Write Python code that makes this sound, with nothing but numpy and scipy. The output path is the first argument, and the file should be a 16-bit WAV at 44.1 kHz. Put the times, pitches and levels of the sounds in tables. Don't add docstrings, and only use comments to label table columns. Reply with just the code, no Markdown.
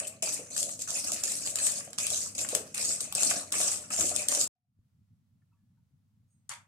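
import sys
import numpy as np
from scipy import signal
from scipy.fft import rfft, irfft, next_fast_len
from scipy.io import wavfile
from scipy.ndimage import uniform_filter1d, map_coordinates

SR = 44100
rng = np.random.default_rng(int(sys.argv[2]) if len(sys.argv) > 2 else 0)


def store_pcm(level_fs):
    pcm = np.round(np.clip(level_fs, -1, 1) * 32767).astype(np.int16)
    wavfile.write(sys.argv[1], SR, np.atleast_2d(pcm).T)


N = 294361
SCRAPE_TOP_HZ = 14350


def whisk():
    wire_db, slosh_db, body_db, wall_db, song_db = sweeps()
    flutter = amp(1.2 * wobble(40) + 1.8 * wobble(180))
    stir = amp(wire_db) * unit(scrape(flutter))
    stir = stir + amp(song_db) * unit(wire_song(flutter)) + skids()
    stir = stir + amp(slosh_db) * unit(slosh(flutter, wall_db))
    stir = stir + amp(body_db) * unit(pot_body())
    stir = filtered(amp(-1.5) * stir, scrape_ceiling)
    return stir + taps() + knocks() + plops()


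# start_s, swell_s, contact_s, scrape_landing_db, scrape_top_db,
# slosh_db, pot_body_db, wall_ring_db (re slosh), wire_song_db (re scrape top)
SWEEP_ROWS = [(0.0, 0.0063, 0.048, -26, -42.5, -50.5, -46, -2, -5),
              (.223, 0.073, .15, -28, -33.5, -47.5, -50, 2, -4.5),
              (0.502, 0.078, 0.23, -48.5, -32, -59.5, -48.5, -3, -4.5),
              (0.791, 0.016, .024, -34, -40, -61, -58.5, -2, 0),
              (.875, 0.13, 0.13, -37, -34, -50, -52.5, -0.5, -11),
              (1.04, 0.094, 0.16, -33, -36.5, -49, -53, -5.5, -12),
              (1.234, 0.097, .27, -32, -33.5, -50, -52.5, -2.5, -9.5),
              (1.449, 0.037, 0.049, -33, -33.5, -51, -52.5, -3, -8),
              (1.556, 0.1, 0.24, -38, -30.5, -46, -51, -4.5, -2),
              (1.98, 0.18, .29, -34, -32.5, -48, -53.5, -1, -6),
              (2.35, .01, 0.011, -39, -42.5, -60, -58, -3, -5),
              (2.379, 0.049, 0.05, -33.5, -31.5, -46, -48, -7, -6),
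              (2.488, .01, 0.038, -36, -35.5, -50.5, -52, -3.5, -5),
              (2.547, .011, 0.004, -29, -34.5, -44.5, -46.5, -7.5, -13),
              (2.743, 0.13, .19, -36, -29.5, -48.5, -52.5, 2.5, -4.5),
              (3.005, .01, 0.073, -29, -39.5, -53.5, -55.5, -5, -4),
              (3.15, 0.085, 0.24, -33, -26.5, -42.5, -44.5, -4, -9.5),
              (3.52, 0.1, 0.24, -33.5, -25.5, -41.5, -48, -4.5, -5),
              (3.903, 0.094, 0.2, -35.5, -26.5, -42.5, -44, -8.5, -4),
              (4.14, .011, 0.08, -39.5, -32.5, -49.5, -47.5, -2, -4.5),
              (4.282, .12, 0.14, -36.5, -28.5, -43.5, -45, -5.5, 1)]
SAG_DB_PER_S, LIFT_DB_PER_S = 50.5, 220
DRAG_DB = 6
SLOSH_SAG_DB_PER_S, SLOSH_LIFT_DB_PER_S = 24.5, 94
WALL_FADE_DB_PER_S = 45
BODY_FOLLOWS, SONG_GROWS = 0.66, 1.2


def sweeps():
    t = np.arange(N) / SR
    rows = np.array(SWEEP_ROWS)
    current = np.maximum(np.searchsorted(rows[:, 0], t, "right") - 1, 0)
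    start, swell, contact, first_db, top_db, slosh_db, body_db, wall_db, song_db = rows.T[:, current]
    age = t - start
    off = np.maximum(age - contact, 0)
    swell_db = (first_db - top_db) * np.maximum(1 - age / swell, 0)
    sag_db = SAG_DB_PER_S * np.maximum(age - swell, 0)
    lift_db = np.minimum(LIFT_DB_PER_S * off, DRAG_DB + SAG_DB_PER_S * off)
    swing_db = swell_db - sag_db - lift_db
    return (top_db + swing_db,
            slosh_db - SLOSH_SAG_DB_PER_S * age - SLOSH_LIFT_DB_PER_S * off,
            body_db + BODY_FOLLOWS * swing_db,
            wall_db - WALL_FADE_DB_PER_S * age,
            top_db + song_db + SONG_GROWS * np.minimum(swing_db, 0))


# freq_hz, relative_db
WIRE_COLOUR = [(1760, -24.5), (3000, -11.5), (4200, -7.5), (5700, -7), (7840, 0.5), (10600, -6.5),
               (12200, -13.5), (13800, -12.5), (16400, -30)]


def scrape(flutter):
    slips = grains(per_s=1300, hz=7077, wide=0.22, cycles=4, spread_db=2.0, scatter=1.4, size=96)
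    rub = slips + 0.7 * rng.standard_normal((2, N))
    return patchy(coloured(flutter * rub, WIRE_COLOUR), depth_db=3)


def scrape_ceiling(hz):
    return 1 / (1 + (hz / SCRAPE_TOP_HZ) ** 80)


def wire_song(flutter):
    slips = grains(per_s=800, hz=7700, wide=0.18, cycles=4, spread_db=1, scatter=1.5, size=64)
    return wander(flutter * slips, [7100, 7700, 8270], width_hz=510, depth_db=4, rate=25)


# middle_s, level_db, length_s, colour_hz
SKID_ROWS = [(.078, -31.5, 0.014, 8000), (.292, -29.5, 0.012, 6200), (.34, -29.5, 0.024, 8200),
             (.605, -28.5, .015, 7500), (.822, -31, 0.01, 6440), (.993, -34, .02, 8300),
             (1.135, -26, .01, 7200), (1.145, -27, 0.0047, 7200), (1.29, -33, .02, 7500),
             (1.322, -32, .01, 8800), (1.505, -34.5, .018, 8050), (1.672, -27, 0.017, 7600),
             (1.72, -31, .012, 7950), (3.012, -30.5, 0.012, 8500), (3.305, -23.5, 0.014, 7300),
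             (4.069, -28, 0.014, 7640), (4.442, -26, .012, 7400)]
# start_s, level_db, pitch_hz, length_s
LOOSE_WIRE = [(4.165, -44.5, 7569, .105)]
SKID_WIDTH = 0.12


def skids():
    out = np.zeros((2, N + SR))
    half = 1500
    for middle_s, db, length_s, hz in SKID_ROWS:
        t = np.arange(-half, half) / SR
        b, a = signal.iirpeak(hz, 1 / SKID_WIDTH, SR)
        rub = unit(signal.lfilter(b, a, rng.standard_normal((2, len(t)))))
        swell = np.exp(-(2 * t / length_s) ** 2)
        out[:, round(middle_s * SR) - half:][:, :len(t)] += amp(db) * swell * rub
    for start_s, db, hz, length_s in LOOSE_WIRE:
        t = np.arange(int(length_s * SR)) / SR
        arch = np.sin(np.pi * t / length_s) ** .5
        out[:, round(start_s * SR):][:, :len(t)] += amp(db) * arch * np.sin(2 * np.pi * hz * t)
    return out[:, :N]


# freq_hz, relative_db
CREAM_COLOUR = [(470, -39.5), (800, -0.5), (934, -9), (1140, -0.5), (1480, -3), (2110, -2.5), (2500, 0.5),
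                (3030, -2.5), (4000, -23.5), (5200, -19.5), (8800, -120)]


def slosh(flutter, wall_db):
    drops = grains(per_s=900, hz=1822, wide=0.499, cycles=5.2, spread_db=3.5, scatter=5, size=320)
    splash = coloured(flutter * (drops + 1.6 * rng.standard_normal((2, N))), CREAM_COLOUR)
    wall = wander(splash, [2570, 2570, 2550], width_hz=230, depth_db=6, rate=15)
    return patchy(splash + amp(wall_db) * wall, depth_db=4.0)


# centre_hz, width_hz, gain_db
POT_MODES = [(235, 150, -6.5), (320.6, 13, -2), (470.7, 2, 2), (599, 73, 4), (722, 69, -1)]


def pot_modes(f):
    return sum((-1) ** k * amp(db) * resonance(f, hz, width_hz)
               for k, (hz, width_hz, db) in enumerate(POT_MODES))


def pot_body():
    bumps = grains(per_s=250, hz=564, wide=0.57, cycles=0.64, spread_db=4.5, scatter=4.1, size=200)
    return filtered(amp(1.1 * wobble(40)) * bumps, pot_modes)


# start_s, level_db, dull_db, left_minus_right_db
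TAP_ROWS = [(0.0701, -27.5, -27, 7.5), (0.2256, -13, -16, -1.5), (0.326, -28.5, -27, 13),
            (0.5645, -21, -12, -3.5), (0.578, -15, -13, -1), (0.629, -14, -32, 2), (0.692, -27, -9.5, 4),
            (0.7927, -28, -29, 0), (0.819, -23, -42, 4.5), (0.89, -28, -27, 6.5), (0.9052, -18.5, -32, -3),
            (1.0536, -34, -26, -3), (1.119, -13.5, -34, -8), (1.2366, -10.5, -20, -5.5),
            (1.277, -26, -18, 13), (1.3186, -28.5, -34, 18), (1.3424, -30, -24, 7), (1.463, -29, -28, -9),
            (1.473, -25, -20, 16.5), (1.5565, -12, -18.5, 1), (1.587, -18, -22, -6), (1.6672, -13, -13, 0),
            (1.905, -40.5, -27, 6), (1.931, -27, -4.5, -2.5), (1.9847, -13, -19.5, -5),
            (2.001, -21, -22, 2), (2.0672, -13, -30, 0.5), (2.103, -20.5, -33, 9), (2.1444, -17, -28, -5.5),
            (2.381, -20.5, -29, -4.5), (2.4139, -25, -19.5, 12), (2.4882, -18, -29, 0.5),
            (2.55, -7, -10.5, 3), (2.7459, -27.5, -32, 17), (2.755, -29, -16, 0),
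            (2.7786, -17.5, -18.5, -4), (2.8386, -25.5, -25.5, -1.5), (3.006, -20, -21, 1),
            (3.1246, -16, -12, 1), (3.1506, -11, -36, -2), (3.18, -21, -23, 4), (3.224, -16, -20.5, 3.5),
            (3.2322, -10.5, -19.5, 5.5), (3.31, -17, -5.5, -2.5), (3.523, -11.5, -18.5, -1),
            (3.6135, -18, -10.5, 2.5), (3.905, -33, -6, -4), (3.9284, -28.5, -24.5, 2),
            (4.0061, -20.5, -31, -0.5), (4.009, -10, -25, 4), (4.092, -18.5, -39.5, -0.5),
            (4.1622, -12, -45.5, 3), (4.219, -25, -31, 0), (4.285, -7, -34.5, 0),
            (4.3173, -15.5, -20.5, -4.5), (4.349, -12.5, -18.5, -0.5), (4.404, -17.5, -30, -4.5),
            (4.413, -13.5, -18, 1.5)]
HARD_TAPS = [.2256, 1.119, 1.2359, 1.5569, 1.931, 2.55, 2.7784, 3.1243, 3.1508, 3.523, 4.285]
PING_HZ, PING_SPREAD = 7580, 0.085
SOFT_HZ = 11100


def taps():
    rows = [(*row, PING_HZ * np.exp(PING_SPREAD * rng.standard_normal())) for row in TAP_ROWS]
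    hard = [row for row in rows if np.min(np.abs(row[0] - np.array(HARD_TAPS))) < .004]
    soft = [row for row in rows if row not in hard]
    hard_taps = snaps(hard, WIRE_COLOUR, CREAM_COLOUR, t60=0.0087)
    soft_taps = snaps(soft, WIRE_COLOUR, CREAM_COLOUR, t60=0.0082)
    cushion = lambda hz: amp(4) / (1 + 1j * hz / SOFT_HZ) * scrape_ceiling(hz)
    return hard_taps + filtered(soft_taps, cushion)


# start_s, level_db, ring_hz
KNOCK_ROWS = [(0.227, -35, 605), (0.393, -34, 510), (1.118, -37, 634), (1.26, -38.5, 586),
              (1.613, -41, 620), (1.874, -41.5, 605), (2.116, -37.5, 625), (2.529, -26, 524),
              (2.56, -31.5, 474), (2.608, -37, 440), (3.18, -39.5, 610), (3.313, -34, 703),
              (3.37, -33.5, 590), (3.601, -30.5, 606), (3.987, -36, 640), (4.114, -32.5, 640),
              (4.319, -34.5, 610), (4.374, -31, 573)]
CRACK_DB = -16.5


def knocks():
    ring = rings([(s, db, hz, .024) for s, db, hz in KNOCK_ROWS], rough=.15, rise=0.00035)
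    crack_rows = [(s, db + CRACK_DB, -20, 0, hz) for s, db, hz in KNOCK_ROWS]
    crack = snaps(crack_rows, CREAM_COLOUR, WIRE_COLOUR, t60=0.0042)
    return ring + amp(4.5) * filtered(ring, pot_modes) + crack


# start_s, level_db, ring_hz
PLOP_ROWS = [(0.5634, -33, 2600), (1.238, -39, 2730), (1.474, -34, 2680), (1.5857, -35, 1850),
             (1.6681, -35, 2670), (1.6885, -37, 2480), (1.8068, -36, 2800), (1.8756, -41, 1660),
             (2.4477, -28.5, 1440), (2.7831, -34.5, 2540), (3.3139, -21, 1560), (3.5402, -27, 1787),
             (3.6025, -31, 1310), (3.6244, -40, 2910), (3.907, -29, 2530), (4.0108, -33.5, 1440),
             (4.1153, -39, 1440), (4.3233, -27.5, 1120), (4.3774, -30.5, 1170)]


def plops():
    rows = [(s, db, -6, 0, hz) for s, db, hz in PLOP_ROWS]
    return snaps(rows, CREAM_COLOUR, CREAM_COLOUR, t60=0.0094)


# freq_hz, left_minus_right_db
PORT_COLOUR = [(60, 5.5), (99, -5.5), (160, 1.5), (270, 0.5), (450, -0.5), (740, 0), (1220, 0.5),
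               (2010, -1), (3330, 1.5), (5500, -5), (9080, 7.5), (15000, 3.5)]
LAG_S = 6 / SR


def ports(x):
    side = np.array([[1], [-1]]) / 2

    def response(hz):
        return amp(side * along(PORT_COLOUR, hz)) * np.exp(-2j * np.pi * hz * side * LAG_S)

    return filtered(x, response)


# freq_hz, t60_s
KITCHEN_DECAY = [(200, 0.409), (1000, 0.31), (5000, 0.21), (13500, 0.22), (15000, 0.017)]
# freq_hz, shared_power_fraction
KITCHEN_SHARE = [(100, 0.95), (600, 1), (1500, 0.18), (4000, 0.041)]


def kitchen(x, wet_db, step=SR // 4):
    out = np.zeros((2, N + SR))
    for a in range(0, N, step):
        hz, t, z = signal.stft(rng.standard_normal((3, SR // 2)), SR, nperseg=256)
        share = np.clip(along(KITCHEN_SHARE, hz), 0, 1)[:, None]
        z = np.sqrt(share) * z[0] + np.sqrt(1 - share) * z[1:]
        decay = amp(-60 * t / along(KITCHEN_DECAY, hz)[:, None])
        tail = signal.istft(z * decay, SR, nperseg=256)[1]
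        wet = signal.fftconvolve(x[:, a:a + step], tail / np.linalg.norm(tail[0]), axes=1)
        out[:, a + 130:][:, :wet.shape[1]] += wet
    return x + amp(wet_db) * out[:, :N]


# time_s, level_db
BOOM_LEVEL = [(0.0, -62), (0.3, -71), (1.4, -62.5), (1.9, -71.5), (2.1, -59.5), (2.6, -60), (2.75, -67.5),
              (3.85, -64), (4.0, -52), (4.47, -64.5)]


def counter_boom():
    colour = [(40, -36.5), (70, -9.0), (85, 3.0), (110, -11.0), (200, -46.5)]  # freq_hz, relative_db
    return amp(curves(BOOM_LEVEL)[0]) * room_tone(colour, own=0.18)


# freq_hz, relative_db
RUMBLE_COLOUR = [(15, -50.5), (25, -13), (49, -14), (77, -6.5), (102, 3), (231, 4.5), (291, -4.5),
                 (413, -13.5), (450, -7.5), (580, -36), (990, -120)]


def rumble():
    return amp(-59.0) * room_tone(RUMBLE_COLOUR, own=0.24) + amp(-62.5) * hum()


# start_s, level_db, dull_db, left_minus_right_db, ping_hz
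SACHET_SNAPS = [(6.493, -24.5, -24, 6, 8340), (6.501, -37, -20, 6, 8600), (6.51, -44, -5.5, -11.5, 1010),
                (6.521, -35.5, -1, 5, 1180), (6.521, -40, -12, 5, 2430), (6.536, -37, -17, 5, 3500)]
# freq_hz, relative_db
FOIL_COLOUR = [(240, -65), (400, -52), (541, -18), (812, -17), (972, -10), (1400, -7.5), (1650, -8),
               (3940, -10), (6780, 2.5), (9870, 1), (14600, -22)]


def sachet():
    t = np.arange(N) / SR
    creases = grains(per_s=900, hz=2940, wide=0.886, cycles=4.9, spread_db=0.5, scatter=4.2, size=200)
    swell = amp(-42 - 60 * np.abs(t - 6.515) / 0.16) * (t > 6.492)
    rustle = swell * unit(coloured(creases, FOIL_COLOUR))
    return snaps(SACHET_SNAPS, FOIL_COLOUR, CREAM_COLOUR, t60=0.01) + rustle


# start_s, level_db
TONE_ONSETS = [(6.275, -9), (6.301, 2.5)]
# pitch_hz, level_db, t60_s
HIGH_TONES = [(6600, -79, 0.39), (8260, -80, .4), (8920, -82.5, .35), (10500, -88, 0.38)]


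def faint_high_tones():
    rows = [(s, db + onset_db, hz, t60_s) for s, onset_db in TONE_ONSETS for hz, db, t60_s in HIGH_TONES]
    return rings(rows, rough=0.43, rise=.006)


# start_s, level_db, pitch_hz, t60_s
TICK_ROWS = [(4.555, -91, 725, .35), (4.645, -91, 718, .15), (5.418, -74, 1768, .05),
             (5.418, -80, 1398, 0.058), (5.418, -84, 2200, .04), (5.515, -80, 1314, .15),
             (5.524, -75, 950, .13), (5.526, -80, 2620, .08), (5.525, -78, 1144, 0.22),
             (5.568, -91, 1713, 0.54), (5.77, -82, 1490, .09), (5.777, -76, 923, 0.086)]


def ticks():
    return rings(TICK_ROWS, rough=0.53, rise=.002)


# start_s, level_db, pitch_hz, t60_s
THUD_ROWS = [(4.79, -52, 90, .06), (4.79, -58, 50, .06), (5.91, -60, 150, .08), (6.49, -60, 60, .15),
             (6.51, -57, 149, .15)]


def thuds():
    return rings(THUD_ROWS, rough=0.092, rise=0.001)


# freq_hz, relative_db
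QUIET_COLOUR = [(15, -68.5), (25, -40), (70, -11), (82, -7.5), (102, -0.5), (229, -12), (371, -40),
                (450, -42), (580, -71), (990, -120)]
# time_s, level_db
QUIET_FADE = [(4.55, -97), (4.76, -77), (4.79, -68.5), (6.67, -70)]


def quiet_tone():
    noise = 1.17 * amp(2.7 * wobble(30)) * room_tone(QUIET_COLOUR, own=0.48)
    return amp(curves(QUIET_FADE)[0]) * (noise + hum())


# pitch_hz, relative_db
HUM_LINES = [(100, -2.5), (200, -14.5)]


def hum():
    t = np.arange(N) / SR
    return sum(amp(db + 1.5 * wobble(26)) * np.sin(2 * np.pi * hz * t) for hz, db in HUM_LINES)


# freq_hz, relative_db
HISS_COLOUR = [(260, -38), (450, -2.5), (1380, -5), (1580, -8), (7810, -11.5), (16000, -15)]
# time_s, level_db
HISS_LEVEL = [(4.55, -110), (4.7, -99), (4.85, -87.5), (6.67, -87.5)]


def hiss():
    return amp(curves(HISS_LEVEL)[0]) * room_tone(HISS_COLOUR, own=2.4)


def room_tone(spectrum, own):
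    a = rng.standard_normal((3, N))
    return unit(coloured(a[0] + own * a[1:], spectrum))


def snaps(rows, bright, dull, t60):
    force, t = np.zeros((3, 2, N + SR)), np.arange(600) / SR
    for s, db, dull_db, pan_db, hz in rows:
        fall = amp(db - 60 * t / t60) * (1 - np.exp(-t / 0.00098))
        fall = fall * amp([[pan_db / 2], [-pan_db / 2]])
        noise = rng.standard_normal((3, len(t)))
        burst = fall * unit(np.tanh(noise[0] + 0.86 * noise[1:]))
        ping = fall * np.sin(2 * np.pi * hz * t)
        force[:, :, round(s * SR):][..., :len(t)] += np.array([burst, amp(dull_db) * burst, ping])
    bright_burst, dull_burst, pings = force[:, :, :N]
    return coloured(bright_burst, bright) + coloured(dull_burst, dull) + pings


def rings(rows, rough, rise):
    out, t = np.zeros(N + SR), np.arange(SR // 4) / SR
    for s, db, hz, t60 in rows:
        smooth = np.hanning(60 + int(8 * SR / hz))
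        shake = 1 + rough * unit(signal.fftconvolve(rng.standard_normal(len(t)), smooth, "same"))
        fall = amp(db - 60 * t / t60) * (1 - np.exp(-t / rise))
        out[round(s * SR):][:len(t)] += fall * shake * np.sin(2 * np.pi * hz * t)
    return out[:N]


def grains(per_s, hz, wide, cycles, spread_db, scatter, size):
    count = int(per_s * N / SR)
    u, g = rng.random((count, 1)), rng.standard_normal((count, 4))
    pitch = np.clip(hz * np.exp(wide * g[:, :1]), 50, SR / 2.5)
    k = np.arange(size)
    strength = amp(spread_db * np.clip(g[:, 1:2], -2, 2))
    wave = strength * np.sin(2 * np.pi * pitch * k / SR) * np.exp(-k * pitch / SR / cycles)
    start = [np.abs(u * N + side * scatter * g[:, 2:3]).astype(int) + k for side in (1, -1)]
    return unit(np.array([np.bincount(s.ravel(), wave.ravel(), N)[:N] for s in start]))


def patchy(x, depth_db):
    z = signal.stft(x, nperseg=256)[2]
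    field = uniform_filter1d(rng.standard_normal(z.shape[1:]), 5, 0)
    field = uniform_filter1d(field, 12, 1)
    return signal.istft(z * amp(depth_db * unit(field)), nperseg=256)[1][:, :N]


def resonance(f, hz, width_hz):
    return 1j * f * width_hz / (hz * hz - f * f + 1j * f * width_hz)


def wander(x, centres_hz, width_hz, depth_db, rate):
    return sum(amp(depth_db * wobble(rate)) * filtered(x, lambda f: resonance(f, hz, width_hz))
               for hz in centres_hz)


def amp(db):
    return 10 ** (np.asarray(db) / 20)


def unit(x):
    return x / np.sqrt(np.mean(x ** 2) + 1e-20)


def along(points, hz):
    f, v = np.transpose(points)
    return np.interp(np.log(hz + 1), np.log(f + 1), v)


def curves(rows):
    s, *cols = np.transpose(rows)
    return [np.interp(np.arange(N) / SR, s, c) for c in cols]


def wobble(rate):
    return map_coordinates(rng.standard_normal(int(N * rate / SR) + 4), [np.arange(N) * rate / SR])


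def filtered(x, response):
    m = next_fast_len(N + SR // 2)
    return irfft(rfft(x, m) * response(np.fft.rfftfreq(m, 1 / SR)), m)[..., :N]


def causal(spectrum, size=2048):
    cep = irfft(np.log(amp(along(spectrum, np.fft.rfftfreq(size, 1 / SR))) + 1e-4))
    cep[1:size // 2] *= 2
    cep[size // 2 + 1:] = 0
    h = irfft(np.exp(rfft(cep)))
    return h / np.linalg.norm(h)


def coloured(x, spectrum):
    return signal.fftconvolve(np.atleast_2d(x), causal(spectrum)[None], axes=1)[:, :N]


CUT_S, RESUME_S = 4.477, 4.55


def scene():
    t = np.arange(N) / SR
    first = ports(kitchen(whisk(), wet_db=-6)) + counter_boom() + rumble()
    near = kitchen(sachet() + faint_high_tones(), wet_db=-4.5)
    second = near + ticks() + thuds() + quiet_tone() + hiss()
    return first * (t < CUT_S) + second * (t > RESUME_S)


BASS_HZ, TOP_HZ = 45, 16450


def record(dry):
    dry = filtered(dry, lambda hz: (1j * hz / (BASS_HZ + 1j * hz)) ** 2)
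    return filtered(dry, lambda hz: 1 / (1 + (hz / TOP_HZ) ** 200))


dry = scene()
out = record(dry)
store_pcm(out)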